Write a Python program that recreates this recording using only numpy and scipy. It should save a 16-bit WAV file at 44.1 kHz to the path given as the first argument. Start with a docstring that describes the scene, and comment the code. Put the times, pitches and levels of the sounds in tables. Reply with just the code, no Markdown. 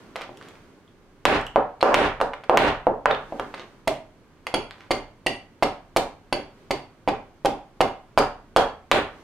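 """An axe hews a hand-held green wooden blank on a chopping block in a small workshop.
Sleeves rustle over still air; the edge taps and scrapes, the blank knocks on the block, chips tick.
From 1.25 s, three heavy blows split off slabs; from 3.9 s, steady paring; at 8.9 s, a last split.
Each blow thumps the block, knocks the blank, tears fibres for milliseconds and may ring the steel head.
A limiter holds the loudest blows down, so the room swells behind them."""
import sys
import numpy as np
from scipy import signal
from scipy.io import wavfile
from scipy.ndimage import uniform_filter1d

SR = 44100
rng = np.random.default_rng(int(sys.argv[2]) if len(sys.argv) > 2 else 0)


def wav_record(signal):
    """Record a signal, one row per channel, as 16-bit PCM in the file named by sys.argv[1]."""
    frames = np.transpose(np.atleast_2d(signal))
    bounded = np.clip(frames, -1, 1)
    # unit amplitude maps onto the largest positive 16-bit level
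    quanta = np.round(bounded * 32767).astype(np.int16)
    wavfile.write(sys.argv[1], SR, quanta)


N = 407043
BLOW_TIME_S = np.arange(int(.6 * SR)) / SR
BAND_EDGES_HZ = np.geomspace(20, 18000, 21)

# grip changes (peak time [s], level [dB])
GRIP_SHIFTS = [(0, -48), (.45, -47.5), (3.4, -45), (4.8, -53.5), (6.6, -53), (9.201, -49.5)]
# sleeve noise (frequency [Hz], relative density [dB])
CLOTH_SPECTRUM = [(88, -30), (150, -10), (366, -6.5), (893, -23), (1080, -12), (1160, -18), (1260, -18),
                  (14000, -48)]
# still air (frequency [Hz], relative density [dB])
AIR_SPECTRUM = [(12, -35), (20, 6), (34, -5.5), (49, -26), (88, -2.5), (172, -7.5), (255, -10), (285, 14.5),
                (319, -17.5), (434, -24), (485, -17.5), (3950, -42.5), (12400, -49.5), (16000, -47)]
# chopping block on the floor (frequency [Hz], weight [dB], t60 [s])
BLOCK_MODES = [(32.3, -26, 0.36), (71, -48.5, .35), (146.9, -22.5, 0.22), (299.3, -17, .11),
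               (306.7, -6, 0.04), (356.4, -6, 0.045), (393.6, 1, 0.053)]
# green blank, damped by the hand (frequency [Hz], weight [dB], t60 [s])
BLANK_MODES = [(476.6, -18, 0.041), (598, -6, 0.032), (694, -14.5, 0.018), (768, -4.5, 0.026),
               (967, 7, 0.0072), (1368, 10.5, 0.005), (1660, -1, 0.013)]
# axe head, damped by the wood (frequency [Hz], weight [dB], t60 [s])
STEEL_MODES = [(2106, 10.5, 0.028), (2357, 3.5, .04), (2703, 8.5, 0.02), (2944, -0.5, 0.043),
               (3296, -1.5, 0.039), (4480, -14, 0.018), (4500, 6, 0.019), (4690, -5, 0.056),
               (5180, -6.5, 0.036), (5300, -14.5, 0.03), (6630, -7, 0.035), (8700, -3, 0.028),
               (9170, -1.5, 0.012), (10520, -5, .025), (10200, -12, 0.031)]
# edge set on the wood or pulled free (time [s], force [dB], bite [ms], crack treble [dB], ring [dB])
EDGE_TAPS = [(.1576, -33, 5.5, -14, -61), (0.2112, -37, 7.8, -13, -60), (1.808, -38.5, 5.1, -13, -38.5),
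             (2.3346, -34.5, 4.4, -25.5, -64), (2.4367, -43.5, 4.7, -19, -53.5),
             (3.109, -25.5, 2, -23, -60.5), (3.5407, -37, 4.9, -19, -45), (4.4678, -33, 1.33, -11, -34)]
# blade or slab sliding on wood (time [s], length [s], level [dB])
WOOD_SCRAPES = [(0.171, 0.091, -39.5), (0.391, 0.16, -53), (1.34, 0.032, -26.5), (2.031, 0.049, -30.5),
                (2.662, 0.031, -24.5), (3.551, 0.088, -41), (4.717, 0.19, -56.5)]
# blank knocked on the block (time [s], force [dB], contact [ms], crack treble [dB])
BLANK_KNOCKS = [(.292, -39.5, 1.3, -15), (1.5594, -9.5, 0.95, -25), (1.8278, 12, 0.78, -13),
                (2.2025, -26, 0.66, -24), (2.213, -16.5, 0.76, -8.5), (2.4959, 7.5, 0.88, -20.5),
                (2.8686, -12.5, 1.13, -36), (3.0574, -7, .54, -25), (3.323, -28.5, 1.3, -29),
                (3.3968, -25, 0.63, -14), (7.448, -18.5, 1.53, -4)]
# chips levered off or landing (time [s], level [dB], pitch [Hz], bandwidth [Hz])
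CHIP_TICKS = [(.372, -52.5, 3300, 7000), (.411, -45.5, 1020, 1500), (.425, -50.5, 1670, 3100),
              (.485, -54, 4000, 9000), (.554, -54, 1290, 2300), (.876, -63, 3330, 400),
              (1.412, -54, 6000, 8000), (1.465, -51, 6800, 9000), (1.466, -38, 2980, 500),
              (1.811, -35, 4070, 508), (3.112, -33, 3590, 295), (3.146, -38, 2980, 1010),
              (4.708, -40.5, 1850, 2930), (4.806, -48, 1660, 1470), (5.265, -26.5, 2730, 160),
              (6.329, -42.5, 10600, 400)]
# blows that drive through (time [s], force [dB], ring [dB], slab snap [dB], slab pitch [Hz])
SPLITTING_BLOWS = [(1.2532, -0.5, -38, -8, 2110), (1.9431, 0.5, -33, -9.5, 2400),
                   (2.5731, 0.5, -19, -11, 1790), (8.9146, -7.5, -47, -13, 3080)]
# paring (time [s], force [dB], bite [ms], crack treble [dB], ring [dB], note [Hz], note level [dB])
PARING_STROKES = [ (3.874, -21, 5.2, -6, -31, 633, -21), (4.54, -19.5, 4.2, -11.5, -23.5, 1400, -30),
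                  (4.9072, -18, 11, -10, -27, 4490, -31.5), (5.263, -21.5, 5.7, -7, -25.5, 1970, -24.5),
                  (5.6247, -15, 10.4, -11.5, -28.5, 707, -23.5), (5.963, -15, 8.5, -3.5, -30.5, 676, -33),
                  (6.3254, -20, 3.35, -13, -27, 2050, -39), (6.7069, -20.5, 5, -10, -31, 4530, -34.5),
                  (7.076, -17, 14, -20, -35, 796, -22.5), (7.454, -18.5, 5.3, -9, -40.5, 797, -19),
                  (7.806, -12.5, 8.1, -11.5, -28, 754, -24), (8.1759, -8.5, 12.8, -9.5, -28.5, 4830, -28.5),
                  (8.563, -7, 8.3, -6, -26.5, 3280, -24), ]
# hard nearby surfaces (delay [s], gain [dB])
EARLY_ECHOES = [(.0032, -12.5), (.0058, -4.5), (0.0138, -15.5), (.048, -14.5)]
# workshop reverberation (frequency [Hz], level re direct [dB], t60 [s], side re mid [dB])
ROOM_REVERB = [(59.9, -3, 0.56, -18.5), (149, 1, 0.42, -8.5), (325, 6.5, 0.27, -14), (600, 2, 0.36, -12.5),
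               (1310, -2, 0.37, -5.5), (2390, -1.5, 0.36, -3), (4300, 0, 0.3, 0.5), (8400, -1.5, 0.27, 1.5),
               (14900, -6, 0.22, 1.5)]


def from_db(db):
    return 10 ** (np.asarray(db) / 20)


def at_level(x, db, window_s=.012):
    """Scale x so its energy, spread over the window, has this level."""
    return x * from_db(db) * np.sqrt(window_s * SR / (np.sum(x ** 2) + 1e-20))


def at_hz(table, hz):
    """Interpolate each column at one frequency."""
    freqs_hz, *columns = np.transpose(table)
    return [np.interp(np.log(hz), np.log(freqs_hz), column) for column in columns]


def cut(x, hz, kind, order=2):
    """Causal Butterworth filter."""
    sos = signal.butter(order, np.clip(hz, 10, .45 * SR), kind, fs=SR, output="sos")
    return signal.sosfilt(sos, x + 1e-18)


def add(track, time_s, sound):
    start = max(round(time_s * SR), 0)
    track[start:start + len(sound)] += sound[:max(N - start, 0)]


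def stereo_bands(size):
    """Diffuse half-octave noise bands, bass alike on both sides; yields (centre, width, band)."""
    white = rng.standard_normal((2, 2, size))
    for k, (low_hz, high_hz) in enumerate(zip(BAND_EDGES_HZ, BAND_EDGES_HZ[1:])):
        hz = np.sqrt(low_hz * high_hz)
        mid, side = cut(white[k % 2], [low_hz, high_hz], "band")
        side = side * from_db(at_hz(ROOM_REVERB, hz)[2])
        yield hz, high_hz - low_hz, np.array([mid + side, mid - side])


def steady_noise(spectrum):
    """Coloured stereo noise, rms 1."""
    noise = sum(band * from_db(at_hz(spectrum, hz)[0]) for hz, _, band in stereo_bands(N))
    return noise / noise.std()


def rustle(rest_db=-57.5, rise_db_per_s=34, fade_db_per_s=24.5):
    """Each grip change swells and fades above the faint stir of clothes."""
    t = np.arange(N) / SR
    level_db = rest_db
    for peak_s, peak_db in GRIP_SHIFTS:
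        drop_db = np.maximum(rise_db_per_s * (peak_s - t), fade_db_per_s * (t - peak_s))
        level_db = np.maximum(level_db, peak_db - drop_db)
    return from_db(level_db) * steady_noise(CLOTH_SPECTRUM)


def still_air(level_db=-56.5):
    """Steady low noise of the workshop."""
    return from_db(level_db) * steady_noise(AIR_SPECTRUM)


def strike(modes, spread_db):
    """Decaying sines; each blow lands on another spot and reweights them."""
    hz, db, t60_s = np.transpose(modes)[:, :, None]
    sines = from_db(db - 60 * BLOW_TIME_S / t60_s) * np.sin(2 * np.pi * hz * BLOW_TIME_S)
    return from_db(spread_db * rng.standard_normal(len(sines))) @ sines


def snaps(bite_ms, rate_per_s, spread_db, size=2048):
    """Fibres break ever harder as the wedge goes in, and give way at about bite_ms."""
    strengths = from_db(spread_db * np.minimum(rng.exponential(1, size), 3))
    signs = rng.choice([-1, 1], size)
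    breaks = rng.random(size) < rate_per_s / SR
    depth = BLOW_TIME_S[:size] * 1000 / max(bite_ms, .3)
    breaks[np.argmin(np.abs(depth - 1))] = True
    strain = (.1 + depth ** 2) * np.exp(-(depth / 1.18) ** 6)
    return np.pad(strengths * signs * breaks * strain, (0, len(BLOW_TIME_S) - size))


def crack(click_db, contact_ms, bite_ms, treble_db, top_hz=4500, size=2048):
    """The edge clicks in, then tears coarse fibres (mid range) and fine ones (treble)."""
    impulse = signal.unit_impulse(size, round(.00019 * SR))
    click = at_level(cut(impulse, 2500 / contact_ms, "low", order=1), click_db)
    coarse = at_level(snaps(bite_ms, rate_per_s=3100, spread_db=4)[:size], 0) + click
    coarse = cut(cut(coarse, 760, "high"), top_hz * 2 ** (treble_db / 25), "low", order=3)
    fine = at_level(snaps(bite_ms, rate_per_s=6700, spread_db=1.5)[:size], 0) + click
    fine = cut(cut(fine, 2500, "high"), 5400, "low", order=1)
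    return at_level(coarse, 0) + at_level(fine, treble_db)


def blow(time_s, knock_db, thump_db, crack_db, ring_db, treble_db, click_db, contact_ms, bite_ms):
    """Block, blank, steel and fibres sound together; yields (time, sound)."""
    thump = cut(strike(BLOCK_MODES, spread_db=2), 600, "low")
    # a small blank radiates little bass; long contact leaves its upper modes still
    knock = cut(strike(BLANK_MODES, spread_db=1.5), 376, "high")
    knock = cut(knock, 1000 / contact_ms, "low", order=4)
    # the ring builds during the bite, as bright as the tearing
    ring = cut(strike(STEEL_MODES, spread_db=3.5), 1800, "high")
    ring *= np.minimum(BLOW_TIME_S * 1000 / max(bite_ms, .3), 1)
    ring = cut(ring, 15000 * 2 ** (treble_db / 14), "low")
    yield time_s, at_level(thump, thump_db) + at_level(knock, knock_db) + at_level(ring, ring_db)
    spots = 3   # one crack spreading in several directions, each with its own echoes
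    for _ in range(spots):
        tear = crack(click_db, contact_ms, bite_ms, treble_db)
        yield time_s, from_db(crack_db) * tear / np.sqrt(spots)


def taps():
    """Light touches of the edge: as much crackle as knock, little thump."""
    for time_s, force_db, bite_ms, treble_db, ring_db in EDGE_TAPS:
        thump_db, crack_db = force_db - 9, force_db - .8
        yield from blow(time_s, force_db, thump_db, crack_db, ring_db, treble_db,
                        click_db=-9, contact_ms=.66, bite_ms=bite_ms)


def scrapes(rate_per_s=1800, spread_db=4.5):
    """Sliding catches on the grain in dense tiny slips."""
    size = len(BLOW_TIME_S)
    for time_s, length_s, db in WOOD_SCRAPES:
        slips = (rng.random(size) < rate_per_s / SR) * rng.standard_normal(size)
        slips *= from_db(spread_db * rng.standard_normal(size))
        slips = cut(cut(slips, [500, 2200], "band", order=1), 3600, "low")
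        swell = np.sin(np.pi * np.minimum(BLOW_TIME_S / length_s, 1))
        yield time_s, from_db(db) * swell * slips / slips.std()


def knocks():
    """Wood on wood: mostly the blank's note; only short, hard contact adds much crack."""
    for time_s, force_db, contact_ms, treble_db in BLANK_KNOCKS:
        thump_db = -14 + .68 * force_db
        crack_db = force_db - 19 - 11 * np.log2(contact_ms)
        ring_db = -46 + .6 * force_db
        yield from blow(time_s, force_db, thump_db, crack_db, ring_db, treble_db,
                        click_db=-3, contact_ms=contact_ms, bite_ms=2.2)


def twang(db, hz, width_hz, length_ms=1.2):
    """A few tiny snaps through one resonance."""
    b, a = signal.iirpeak(hz, hz / min(width_hz, SR / 4), fs=SR)
    tick = snaps(length_ms, rate_per_s=4300, spread_db=6.5) + 1e-18
    return at_level(signal.lfilter(b, a, signal.lfilter(b, a, tick)), db)


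def chips():
    """Each splinter ticks at its own resonance."""
    for time_s, db, hz, width_hz in CHIP_TICKS:
        yield time_s, twang(db, hz, width_hz, length_ms=1.7)


def splits(slab_delay_s=.0042, slab_top_hz=3680, spots=3):
    """Short contact and a strong crack, coarser with force; then the slab snaps off, spreading in several
    directions."""
    for time_s, force_db, ring_db, slab_db, slab_hz in SPLITTING_BLOWS:
        thump_db, crack_db = force_db - 5, force_db - 1
        treble_db = -13.5 - .34 * force_db
        yield from blow(time_s, force_db, thump_db, crack_db, ring_db, treble_db,
                        click_db=4, contact_ms=.71, bite_ms=3.7)
        for _ in range(spots):
            snap = cut(twang(slab_db, slab_hz, width_hz=4000), slab_top_hz, "low", order=4)
            yield time_s + slab_delay_s, snap / np.sqrt(spots)


def paring(usual_force_db=-12, note_delay_s=.003):
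    """Harder strokes thump, tear and click more, in shorter contact; each spot brings out one note."""
    for time_s, force_db, bite_ms, treble_db, ring_db, note_hz, note_db in PARING_STROKES:
        harder_db = force_db - usual_force_db
        thump_db = -18 + .69 * harder_db
        crack_db = -23 + .56 * harder_db
        click_db = -9 + 1.1 * harder_db
        contact_ms = .83 * from_db(-.28 * harder_db)
        yield from blow(time_s, force_db, thump_db, crack_db, ring_db, treble_db,
                        click_db, contact_ms, bite_ms)
        yield time_s + note_delay_s, twang(note_db, note_hz, width_hz=102 * np.sqrt(note_hz / 1000))


def room_response(tail_delay_s=.00043, build_s=.00033, right_echo_db=-1.5):
    """Direct sound, a few hard echoes and a diffuse tail that dies sooner in the treble."""
    t = BLOW_TIME_S
    onset = 1 - np.exp(-np.maximum(t - tail_delay_s, 0) / build_s)
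    response = np.zeros((2, len(t)))
    for hz, width_hz, band in stereo_bands(len(t)):
        wet_db, t60_s, _ = at_hz(ROOM_REVERB, hz)
        tail = band * onset * from_db(-60 * t / t60_s)
        energy = np.mean(np.sum(tail ** 2, axis=1))
        response += tail * from_db(wet_db) * np.sqrt(2 * width_hz / SR / energy)
    echoes = np.zeros(len(t))
    for delay_s, db in EARLY_ECHOES:
        add(echoes, delay_s, from_db([db]))
    response += cut(echoes, 1100, "low", order=1) * from_db([[0], [right_echo_db]])
    response[:, 0] += 1
    return response


def workshop(sounds, spots=7):
    """Sounds leave from slightly different spots, each spot with its own diffuse tail."""
    responses = [room_response() for _ in range(spots)]
    mix = np.zeros((2, N))
    for k, (time_s, sound) in enumerate(sounds):
        stereo = signal.fftconvolve(sound[None], responses[k % spots], axes=1)
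        for channel, heard in zip(mix, stereo):
            add(channel, time_s, heard)
    return mix


def scene(left_db=-1.2, right_db=.2):
    """Axe work in the room, over clothes and still air."""
    background = rustle() + still_air()
    work = workshop([*paring(), *splits(), *knocks(), *taps(), *chips(), *scrapes()])
    return (work + background) * from_db([[left_db], [right_db]])


def limiter(x, ceiling_db=-6, release_db_per_s=153, window_samples=66):
    """Acts on short-term level, so thin spikes pass; recovers about as fast as the room decays."""
    power = np.maximum(uniform_filter1d(np.mean(x ** 2, axis=0), window_samples), 1e-12)
    over_db = np.maximum(10 * np.log10(power) - ceiling_db, 0)
    recovery_db = release_db_per_s * np.arange(N) / SR
    reduction_db = np.maximum.accumulate(over_db + recovery_db) - recovery_db
    return x * from_db(uniform_filter1d(-reduction_db, window_samples))


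def record(dry, stopband_hz=17000):
    """Microphone roll-off at both ends, limiter, clipping, steep low-pass."""
    heard = cut(cut(dry, 18, "high"), 13500, "low")
    clipped = np.clip(limiter(heard), -.93, .93)
    return signal.sosfilt(signal.cheby2(18, 80, stopband_hz, fs=SR, output="sos"), clipped)


dry = scene()
out = record(dry)
wav_record(out)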